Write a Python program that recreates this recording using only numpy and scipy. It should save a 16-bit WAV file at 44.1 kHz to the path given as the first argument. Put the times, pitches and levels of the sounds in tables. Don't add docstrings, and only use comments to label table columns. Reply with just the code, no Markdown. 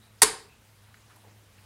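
import sys
import numpy as np
from scipy import signal
from scipy.fft import rfft, irfft
from scipy.io import wavfile

SR = 44100
rng = np.random.default_rng(int(sys.argv[2]) if len(sys.argv) > 2 else 0)


def wav_record(signal):
    frames = np.transpose(np.atleast_2d(signal))
    bounded = np.clip(frames, -1, 1)
    quanta = np.round(bounded * 32767).astype(np.int16)
    wavfile.write(sys.argv[1], SR, quanta)


N = 72765
TIME = np.arange(N) / SR


def from_db(db):
    return 10 ** (np.asarray(db) / 20)


def rms_one(x):
    return x / np.sqrt(np.mean(x ** 2) + 1e-20)


def at_hz(points, hz):
    table_hz, value = np.transpose(points)
    return np.interp(np.log(hz), np.log(table_hz), value)


def level_over_time(points):
    return from_db(np.interp(TIME, *np.transpose(points)))


def drift(rate_hz):
    r = np.exp(-2 * np.pi * rate_hz / SR)
    slow = signal.lfilter([1], [1, -2 * r, r * r], rng.standard_normal(2 * N))
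    return rms_one(slow[N:])


def noise_bands():
    edges = 1000 * 2 ** (np.arange(-16, 14) / 3)
    white = rng.standard_normal((2, 2 * N))
    for k, (low, high) in enumerate(zip(edges, edges[1:])):
        band_pass = signal.butter(2, [low, high], "band", fs=SR, output="sos")
        yield np.sqrt(low * high), signal.sosfilt(band_pass, white[k % 2])[N:]


def coloured(spectrum):
    hz = np.maximum(np.arange(N // 2 + 1) * SR / N, 1)
    shaped = rfft(rng.standard_normal(N)) * from_db(at_hz(spectrum, hz))
    return rms_one(irfft(shaped, N))


def since(s):
    return np.maximum(TIME - s, 0)


def burst(s, attack_s, decay_s):
    return np.minimum(since(s) / attack_s, 1) * np.exp(-since(s + attack_s) / decay_s)


def strike(s, modes, spread_db=0):
    t = since(s)
    ring = np.zeros(N)
    for hz, db, t60 in modes:
        strength_db = db + spread_db * rng.standard_normal()
        ring += from_db(strength_db - 60 * t / t60) * np.cos(2 * np.pi * hz * t)
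    return (t > 0) * ring


def puffs(rows, width):
    out = np.zeros(N)
    for s, db, hz, attack_s, decay_s in rows:
        b, a = signal.iirpeak(hz, 1 / width, fs=SR)
        once = signal.lfilter(b, a, rng.standard_normal(N))
        puff = signal.lfilter(b, a, once)
        out += from_db(db) * burst(s, attack_s, decay_s) * rms_one(puff)
    return out


# (frequency [Hz], relative level per Hz [dB])
HISS_SPECTRUM = [(25, 2), (60, 11), (150, 4.5), (300, -1), (700, -2.5), (1400, -3), (2800, -6),
                 (5500, -10.5), (8000, -11), (10500, -11.5), (15500, -18)]
# (time [s], level [dB])
HISS_LEVEL = [(0, -60.5), (.7, -60.5), (1.15, -59), (1.45, -61), (1.65, -57.5)]
HISS_FLICKER_DB = 1.5


def air():
    hiss = np.zeros(N)
    for hz, band in noise_bands():
        band_db = at_hz(HISS_SPECTRUM, hz) + HISS_FLICKER_DB * drift(13)
        hiss += from_db(band_db) * band
    return level_over_time(HISS_LEVEL) * rms_one(hiss)


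# (frequency [Hz], relative level [dB])
HUM_PARTIALS = [(104, 0.5), (208, -12)]
# (time [s], level [dB])
HUM_LEVEL = [(0, -51.5), (.07, -60.5), (.14, -57.5), (.3, -64), (.68, -60), (.85, -60), (1.15, -62),
             (1.33, -58), (1.49, -62.5), (1.59, -56), (1.65, -63)]
HUM_WAVER_DB, HUM_WANDER = 2.17, 0.038
HUM_WAVER_HZ = 11


def hum():
    turns = 2 * np.pi * np.cumsum(1 + HUM_WANDER * drift(HUM_WAVER_HZ)) / SR
    tone = np.zeros(N)
    for hz, db in HUM_PARTIALS:
        tone += from_db(db + HUM_WAVER_DB * drift(HUM_WAVER_HZ)) * np.sin(hz * turns)
    return level_over_time(HUM_LEVEL) * rms_one(tone)


# (time [s], level [dB], centre [Hz], attack [s], decay time [s])
FAINT_CHIRPS = [(.01, -65, 3860, 0.014, 0.071), (.186, -60.5, 4830, 0.0046, 0.0076),
                (.48, -61.5, 2595, 0.023, 0.051)]


def chirps():
    return puffs(FAINT_CHIRPS, width=0.11)


# (time [s], level [dB], centre [Hz], attack [s], decay time [s])
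HANDLING_TAPS = [(.942, -47, 1730, 0.0012, 0.0045), (.9425, -60.5, 3200, 0.00049, 0.0025),
                 (.968, -60.5, 1966, .003, .015), (1.095, -57, 1300, 0.0034, 0.03),
                 (1.10, -65, 2600, .01, 0.035), (1.158, -60, 10640, .003, .01),
                 (1.159, -56.5, 857, 0.0036, 0.018), (1.238, -58.5, 900, 0.0038, 0.052),
                 (1.24, -62.5, 398, 0.002, .12), (1.58, -60.5, 2150, 0.0041, 0.013)]


def taps():
    return puffs(HANDLING_TAPS, width=0.71)


# (frequency [Hz], reflected level [dB])
ROOM_LEVEL = [(60, -0.5), (150, -11), (250, -4.5), (310, -9.5), (420, -5.5), (620, -9.5), (780, -11.5),
              (1000, -5), (2000, -9), (3200, -8.5), (4700, -13.5), (7000, -13), (10500, -11),
              (13000, -22.5), (16000, -20)]
# (frequency [Hz], time to fall 60 dB [s])
ROOM_T60 = [(60, .55), (400, 0.48), (1500, .39), (3300, 0.36), (4700, .41), (6200, 0.33), (8000, 0.32),
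            (11000, .25), (15000, .2)]
ROOM_DELAY_S, ROOM_BUILD_S = .004, 0.0043


def room(x):
    response = np.zeros(N)
    for hz, band in noise_bands():
        decay_s = at_hz(ROOM_T60, hz) / np.log(1000)
        fade = burst(ROOM_DELAY_S, ROOM_BUILD_S, decay_s)
        response += from_db(at_hz(ROOM_LEVEL, hz)) * band * fade / np.linalg.norm(fade)
    return signal.fftconvolve(x, response)[:N]


def reflections(thud, count=3):
    return sum(room(dart() + thud) for _ in range(count)) / np.sqrt(count)


# (frequency [Hz], level before swell [dB], t60 [s])
MOUNT_RESONANCES = [(423.4, -4, .036), (464, -21.5, .04)]
MOUNT_S, MOUNT_SWELL_S = .2285, .006


def mount():
    swell = 1 - np.exp(-(since(MOUNT_S) / MOUNT_SWELL_S) ** 2)
    return swell * strike(MOUNT_S, MOUNT_RESONANCES)


# (time [s], level [dB])
BLOWS = [(.2208, 1), (.2273, -7)]
# (frequency [Hz], level relative to the blow [dB], t60 [s])
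BOARD_RESONANCES = [(140, -28.5, .05), (266, -31.5, .07), (763.3, -20, 0.037), (924, -18, .035),
                    (1047, -23, 0.046), (1456, -21, .025), (1794, -14.5, 0.021), (2142, -26, 0.065)]


def board():
    return sum(from_db(db) * strike(s, BOARD_RESONANCES) for s, db in BLOWS)


# (time [s], relative level [dB], decay time of the crunch [s])
DART_CONTACTS = [(.2180, -15, .003), (0.219, 3, .0022), (0.2222, -2.5, .0014), (0.226, -5.5, .0035),
                 (0.2297, -3, .0026), (0.2331, -6, .002), (0.2377, -16.5, .002)]
# (frequency [Hz], relative level per Hz [dB])
CRUNCH_SPECTRUM = [(100, -19), (300, -12.5), (600, -11), (850, -5.5), (1200, -6.5), (1850, -3),
                   (3000, -11.5), (4600, 0.5), (6000, -6), (8700, 1.5), (11200, -2), (12100, -14),
                   (16000, -18.5)]
# (frequency [Hz], relative level [dB], t60 [s])
DART_RESONANCES = [(4450, -19.5, .07), (4875, -25.5, .06), (6945, -25, 0.097), (7171, -17, .05),
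                   (8194, -24, .05), (8553, -22.5, 0.081), (8872, -24.5, .06), (9255, -28, .07),
                   (9780, -13, 0.038), (11100, -20.5, .06), (11040, -26.5, 0.05926)]
CONTACT_ATTACK_S, CONTACT_JITTER_S = 0.00049, .00005
CRUNCH_DB, RING_DB, RING_SPREAD_DB = -4.5, -5.5, 1.5


def dart():
    force = np.zeros(N)
    clicks = np.zeros(N)
    for s, db, decay_s in DART_CONTACTS:
        force += from_db(db) * burst(s, CONTACT_ATTACK_S, decay_s)
        click_s = s + CONTACT_JITTER_S * rng.standard_normal()
        clicks[int(click_s * SR)] += from_db(db)
    ring = signal.fftconvolve(clicks, strike(0, DART_RESONANCES, RING_SPREAD_DB))[:N]
    crunch = force * coloured(CRUNCH_SPECTRUM)
    return from_db(CRUNCH_DB) * crunch + from_db(RING_DB) * ring


def scene():
    thud = board() + mount()
    hit = dart() + thud + reflections(thud)
    background = taps() + chirps() + hum() + air()
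    return (hit + background)[None]


OVERLOAD = .58
LOW_CUT_HZ, CUTOFF_HZ = 32, 15900


def record(dry):
    fine = signal.resample_poly(dry, 4, 1, axis=-1)
    limited = fine / (1 + (fine / OVERLOAD) ** 6) ** (1 / 6)
    clipped = signal.resample_poly(limited, 1, 4, axis=-1)
    low_cut = signal.butter(1, LOW_CUT_HZ, "high", fs=SR, output="sos")
    thinned = signal.sosfilt(low_cut, clipped)
    top_cut = signal.firwin(201, CUTOFF_HZ, window="blackman", fs=SR)
    return signal.fftconvolve(thinned, top_cut[None], "same")


dry = scene()
out = record(dry)
wav_record(out)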